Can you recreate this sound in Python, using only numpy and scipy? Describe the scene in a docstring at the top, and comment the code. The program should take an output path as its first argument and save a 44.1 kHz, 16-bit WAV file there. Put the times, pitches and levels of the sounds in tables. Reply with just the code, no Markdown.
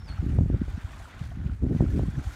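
"""A kayak paddled across a calm river, heard from the bank with wind on the microphone.
At the start a small bird gives one falling whistle as the first gust arrives, rumbling close up,
its eddies thumping against the microphone. In the lull, about a second in, the paddle is clearer:
some way off it throws up spray that patters back with a few plops and slaps.
A second gust covers the water and dies away at the end."""
import sys
import numpy as np
from scipy import signal
from scipy.io import wavfile
from scipy.ndimage import uniform_filter1d

SR = 44100
rng = np.random.default_rng(int(sys.argv[2]) if len(sys.argv) > 2 else 0)


def transcribe(signal):
    """Save signal, clipped to [-1, 1], as a 16-bit WAV file at the path in sys.argv[1]."""
    frames = np.atleast_2d(signal).T
    limited = np.clip(frames, -1, 1)
    pcm = np.round(limited * 32767).astype(np.int16)
    wavfile.write(sys.argv[1], SR, pcm)


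N = 103635
T = np.arange(N) / SR

# still air over the river: (frequency [Hz], relative density [dB])
AIR_SPECTRUM = [(30, 2), (70, 2), (160, 5), (300, -4), (480, -15), (700, -16), (1500, -13.5), (4000, -42),
                (15000, -52)]
# the bird's whistle: (time [s], pitch [Hz], level [dB])
WHISTLE = [(0, 5350, -63), (.03, 5390, -67), (.055, 5350, -63.5), (.068, 5020, -71), (.08, 4730, -58),
           (.095, 4315, -51.5), (.115, 4280, -55), (.132, 4350, -59.5), (.145, 4300, -75)]
# falling water, heard from the bank: (time [s], splash level [dB], spray level [dB])
WATER_LEVELS = [(0.02, -59.5, -75), (.065, -60, -72), (.095, -53.5, -69), (.16, -55, -67.5),
                (.34, -56, -67.5), (.44, -61.5, -70), (.54, -56, -72), (.62, -55.5, -69.5), (.68, -56, -68),
                (.8, -52, -67), (.88, -54, -66), (.94, -52, -63.5), (1.04, -55, -63), (1.12, -53, -69.5),
                (1.25, -53.5, -65.5), (1.3, -58, -68.5), (1.39, -58.5, -74), (1.48, -56.5, -73.5),
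                (1.58, -64, -73), (1.71, -58.5, -70), (1.78, -54.5, -64), (1.85, -54.5, -66.5),
                (1.97, -52.5, -63.5), (2.06, -55, -64.5), (2.16, -53, -65.5), (2.27, -51, -59),
                (2.35, -51.5, -60.5)]
# body of the splash: (frequency [Hz], relative density [dB])
SPLASH_SPECTRUM = [(250, 7.5), (400, -4.5), (600, 1), (850, 4.5), (1080, -3.5), (1350, 6), (1800, 0),
                   (2300, -2.5), (2700, -6.5), (3500, -7), (5000, -19.5), (7000, -23.5)]
# fine spray: (frequency [Hz], relative density [dB])
SPRAY_SPECTRUM = [(3500, -3), (5000, -2.5), (6500, -1.5), (9000, -6.5), (10300, -8), (11500, -15.5),
                  (13500, -7.5), (15500, -29)]
# single large bubbles: (time [s], level [dB], pitch [Hz], time to fall 60 dB [s])
PLOP_EVENTS = [(0.123, -34, 1350, 0.017), (0.177, -35, 1265, 0.021), (.186, -36, 805, 0.02),
               (1.055, -26.5, 1360, 0.011), (1.316, -37.5, 680, 0.034), (1.496, -30, 1370, 0.011),
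               (1.862, -33, 1320, 0.017), (1.904, -43.5, 1700, 0.043), (2.309, -32.5, 1380, 0.018)]
# slaps out on the water: (time [s], level [dB], decay [s])
SLAP_EVENTS = [(0.077, -56.5, 0.017), (0.088, -49.5, 0.012), (0.386, -50, 0.0022), (0.573, -59, 0.0097),
               (.757, -73, 0.0059), (1.110, -46.5, .005), (1.192, -50.5, 0.018), (1.238, -51.5, 0.01),
               (1.255, -53, 0.0036), (1.533, -51.5, 0.007), (1.766, -56.5, 0.032), (1.961, -52, 0.027)]
# struck water: (frequency [Hz], relative density [dB])
SLAP_SPECTRUM = [(600, 7), (1400, -3.5), (3000, 1.5), (6000, -16), (9000, -16), (15000, -45)]
# wind at the microphone: (time [s], level [dB])
WIND_LEVELS = [(0, -35.5), (.06, -37.5), (.12, -30.5), (.18, -36.5), (.23, -26.5), (.35, -24), (.41, -22),
               (.48, -26), (.55, -24.5), (.59, -29), (.65, -33), (.69, -31), (.8, -40), (.9, -40.5),
               (1.02, -40), (1.1, -52), (1.17, -39), (1.22, -34), (1.33, -36.5), (1.4, -28), (1.47, -29),
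               (1.54, -28), (1.585, -42), (1.63, -25.5), (1.72, -27), (1.77, -25), (1.85, -21.5),
               (1.92, -25), (2.0, -23.5), (2.08, -27.5), (2.115, -33.5), (2.19, -27.5), (2.235, -41),
               (2.275, -32.5), (2.35, -44.5)]
# rumble in a strong gust: (frequency [Hz], relative density [dB])
RUMBLE_SPECTRUM = [(26, -33), (42, -1), (65, 5.5), (95, 1.5), (150, -4), (240, -5.5), (340, -11.5),
                   (480, -24.5), (700, -34), (1100, -57)]
# eddies on the microphone: (time [s], swing level [dB], centre [Hz], edge level [dB])
EDDY_HITS = [(.199, -16.5, 75, -49), (.230, -19.5, 162, -48), (0.265, -18, 217, -48),
             (0.299, -23, 182, -50), (.334, -41, 129, -31), (.389, -8, 97, -19.5), (0.41, -13.5, 160, -28),
             (0.434, -22.5, 193, -40), (.461, -16, 121, -31.5), (.502, -16, 200, -25.5),
             (.547, -13, 79, -27), (.618, -14, 201, -35), (.683, -22.5, 79, -33), (0.747, -20.5, 68, -45),
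             (0.779, -25, 174, -50), (.848, -23, 76.5, -64), (1.017, -30.5, 62, -72),
             (1.217, -22, 124, -38), (1.294, -28.5, 97, -52), (1.374, -26.5, 181, -54),
             (1.462, -18, 119, -50), (1.495, -24, 170, -60), (1.636, -16, 106, -39), (1.667, -18, 205, -30),
             (1.715, -20, 139, -28), (1.75, -13.5, 148, -27.5), (1.763, -17.5, 188, -32),
             (1.808, -11.5, 147, -16.5), (1.825, -14, 220, -25), (1.840, -17, 204, -44),
             (1.996, -18, 133, -19), (2.035, -21, 222, -28), (2.085, -15, 133, -35),
             (2.179, -15.5, 102, -40), (2.216, -34, 194, -39), (2.273, -21.5, 65, -64)]

AIR_DB, BANK_T60_S, CUTOFF_HZ = -56.5, .8, 15700
BIRD_FLUTTER_DB, BIRD_OCTAVE_DB, BIRD_ECHO_DB, BIRD_WAVER = 3, -21, -14, .0076
SPLASH_DB, SPRAY_DB, SPLASH_FLICKER_DB, SPRAY_FLICKER_DB = 1, 1.5, 1.57, 1.5
DROPS_PER_S, DROP_SPREAD_DB, DROP_SHARE = 650, 9.5, .28
BUBBLES_PER_S, BUBBLE_RING_CYCLES, BUBBLE_DB = 190, 66, -9
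PLOP_ATTACK_S, PLOP_RISE = .0015, .08   # rise: fraction of the pitch per ring time
FLUTTER_DB, FLUTTER_HZ = 5.5, 15
GUST_DB, BRIGHTENS_ABOVE_HZ, BRIGHTENING = -21.5, 75, .5   # dB per octave for each dB of wind
EDDY_HALF_WIDTH_CYCLES, EDDY_LOW_CUT_HZ = .39, 47.4
EDGE_WIDTH_S, EDGE_LEAD_S = .00085, .0011
EDGE_REF_DB, EDGE_HALVING_DB = -24.5, 37.5   # a stronger edge is also shorter


def from_db(db):
    """Decibels to gain."""
    return 10 ** (np.asarray(db) / 20)


def rms_one(x):
    """Scale to rms 1."""
    return x / np.sqrt(np.mean(x ** 2) + 1e-20)


def in_time(rows):
    """Each column of a curve at every sample."""
    times, *columns = np.transpose(rows)
    return [np.interp(T, times, column) for column in columns]


def filtered(x, hz, kind, order=2):
    """Butterworth filter."""
    return signal.sosfilt(signal.butter(order, hz, kind, fs=SR, output="sos"), x)


def drift(hz):
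    """Random motion of rms 1, mostly slower than hz."""
    hop, settle = 40, 2000
    pole = np.exp(-2 * np.pi * hz * hop / SR)
    noise = rng.standard_normal(N // hop + settle + 2)
    slow = signal.lfilter([1], [1, -2 * pole, pole * pole], noise)[settle:]
    return np.interp(np.arange(N) / hop, np.arange(len(slow)), rms_one(slow))


def bands(spectrum, count):
    """Split a spectrum into bands of total power 1: (low [Hz], high [Hz], gain)."""
    hz, db = np.transpose(spectrum)
    edges = np.geomspace(hz[0], hz[-1], count + 1)
    log_centres = np.log(edges[:-1] * edges[1:]) / 2
    gain = from_db(np.interp(log_centres, np.log(hz), db)) * np.sqrt(np.diff(edges))
    return zip(edges, edges[1:], gain / np.linalg.norm(gain))


def impacts(per_s):
    """Random clicks, many small and a few large."""
    sizes = from_db(DROP_SPREAD_DB * np.minimum(rng.exponential(1, N), np.pi))
    signs = rng.choice([-1, 1], N)
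    return sizes * signs * (rng.random(N) < per_s / SR) + 1e-18


def wash(spectrum, flicker_db, drop_share, count):
    """Noise mixed with drop impacts; the bands flicker singly and together."""
    out, together = 0, drift(60)
    drops = rms_one(impacts(DROPS_PER_S))
    for low, high, gain in bands(spectrum, count):
        source = np.sqrt(drop_share) * drops + np.sqrt(1 - drop_share) * rng.standard_normal(N)
        band = rms_one(filtered(source, [low, high], "band"))
        out += gain * band * from_db(flicker_db * (drift(17) + together))
    return rms_one(out)


def air():
    """Still outdoor air: a faint, steady bed of noise."""
    return from_db(AIR_DB) * wash(AIR_SPECTRUM, flicker_db=0, drop_share=0, count=12)


def bird():
    """One falling whistle, with a faint tail from the wooded banks."""
    hz, db = in_time(WHISTLE)
    phase = 2 * np.pi * np.cumsum(hz * (1 + BIRD_WAVER * drift(120))) / SR
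    tone = np.sqrt(2) * (np.sin(phase) + from_db(BIRD_OCTAVE_DB) * np.sin(2 * phase))
    call = tone * from_db(db + BIRD_FLUTTER_DB * drift(150)) * (T < WHISTLE[-1][0])
    banks = rng.standard_normal(N) * from_db(-60 * T / BANK_T60_S)
    echo = signal.fftconvolve(call, banks / np.linalg.norm(banks))[:N]
    return call + from_db(BIRD_ECHO_DB) * echo


def bubbles():
    """Small bubbles ring at random moments, the higher ones more briefly."""
    out, pitches = 0, np.geomspace(700, 3200, 20)
    for hz in pitches:
        pole = from_db(-60 * hz / (BUBBLE_RING_CYCLES * SR))
        angle = 2 * np.pi * hz / SR
        kicks = impacts(BUBBLES_PER_S / len(pitches))
        out += signal.lfilter([0, np.sin(angle)], [1, -2 * pole * np.cos(angle), pole * pole], kicks)
    return rms_one(out)


def splashing():
    """Out on the river, water thrown by the paddle falls back as drops, bubbles and fine spray."""
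    splash_db, spray_db = in_time(WATER_LEVELS)
    body = from_db(BUBBLE_DB) * bubbles()
    body += from_db(SPLASH_DB) * wash(SPLASH_SPECTRUM, SPLASH_FLICKER_DB, DROP_SHARE, count=16)
    spray = wash(SPRAY_SPECTRUM, SPRAY_FLICKER_DB, DROP_SHARE, count=10)
    return from_db(splash_db) * body + from_db(spray_db + SPRAY_DB) * spray


def slaps():
    """Short bright bursts where water is struck."""
    envelope = np.zeros(N)
    for start, db, decay in SLAP_EVENTS:
        envelope += from_db(db) * (T > start) * np.exp(-np.abs(T - start) / decay)
    return envelope * wash(SLAP_SPECTRUM, SPLASH_FLICKER_DB, DROP_SHARE, count=8)


def plops():
    """Larger bubbles ring and rise a little in pitch, carrying clearly to the bank."""
    out = np.zeros(N)
    for start, db, hz, t60 in PLOP_EVENTS:
        age = np.maximum(T - start, 0)
        attack = 1 - np.exp(-age / PLOP_ATTACK_S)
        ring = from_db(db - 60 * np.minimum(age / t60, 10))
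        phase = 2 * np.pi * hz * age * (1 + PLOP_RISE * age / t60 / 2)
        out += attack * ring * np.sin(phase)
    return out


def wind_rumble():
    """Turbulence at the microphone: stronger wind is louder and brighter, and its top flutters."""
    wind_db, = in_time(WIND_LEVELS)
    out, flutter = 0, drift(FLUTTER_HZ)
    for low, high, gain in bands(RUMBLE_SPECTRUM, count=11):
        octaves = max(np.log2(np.sqrt(low * high) / BRIGHTENS_ABOVE_HZ), 0)
        band = filtered(rng.standard_normal(N + SR), [low, high], "band", order=3)[SR:]
        band /= np.sqrt(uniform_filter1d(band ** 2, size=4000) + 1e-12)   # even out chance swells
        band = rms_one(band * from_db(FLUTTER_DB * min(octaves, 2) / 2 * flutter))
        tilt_db = BRIGHTENING * octaves * (wind_db - GUST_DB)
        out += gain * band * from_db(wind_db + tilt_db)
    return out


def wind_eddies():
    """Each eddy hits the microphone as a round swing of pressure, led by a quick, sharp edge."""
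    out = np.zeros(N)
    for time, swing_db, hz, edge_db in EDDY_HITS:
        cycles = hz * (T - time)
        swing = np.sin(2 * np.pi * cycles) * np.exp(-(cycles / EDDY_HALF_WIDTH_CYCLES) ** 2 / 2)
        width_s = EDGE_WIDTH_S / 2 ** ((edge_db - EDGE_REF_DB) / EDGE_HALVING_DB)
        widths = (T - time + EDGE_LEAD_S) / width_s
        edge = -3 * widths / (1 + widths ** 2) ** 2
        out += from_db(swing_db) * swing + from_db(edge_db) * edge
    return filtered(out, EDDY_LOW_CUT_HZ, "high")


def scene():
    """One microphone on the bank: wind right on it, paddle and bird farther off."""
    wind = wind_rumble() + wind_eddies()
    paddle = splashing() + plops() + slaps()
    return (wind + paddle + bird() + air())[None]


def record(dry):
    """The recorder cuts the top steeply."""
    return signal.sosfilt(signal.ellip(10, .1, 80, CUTOFF_HZ, fs=SR, output="sos"), dry)


dry = scene()
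out = record(dry)
transcribe(out)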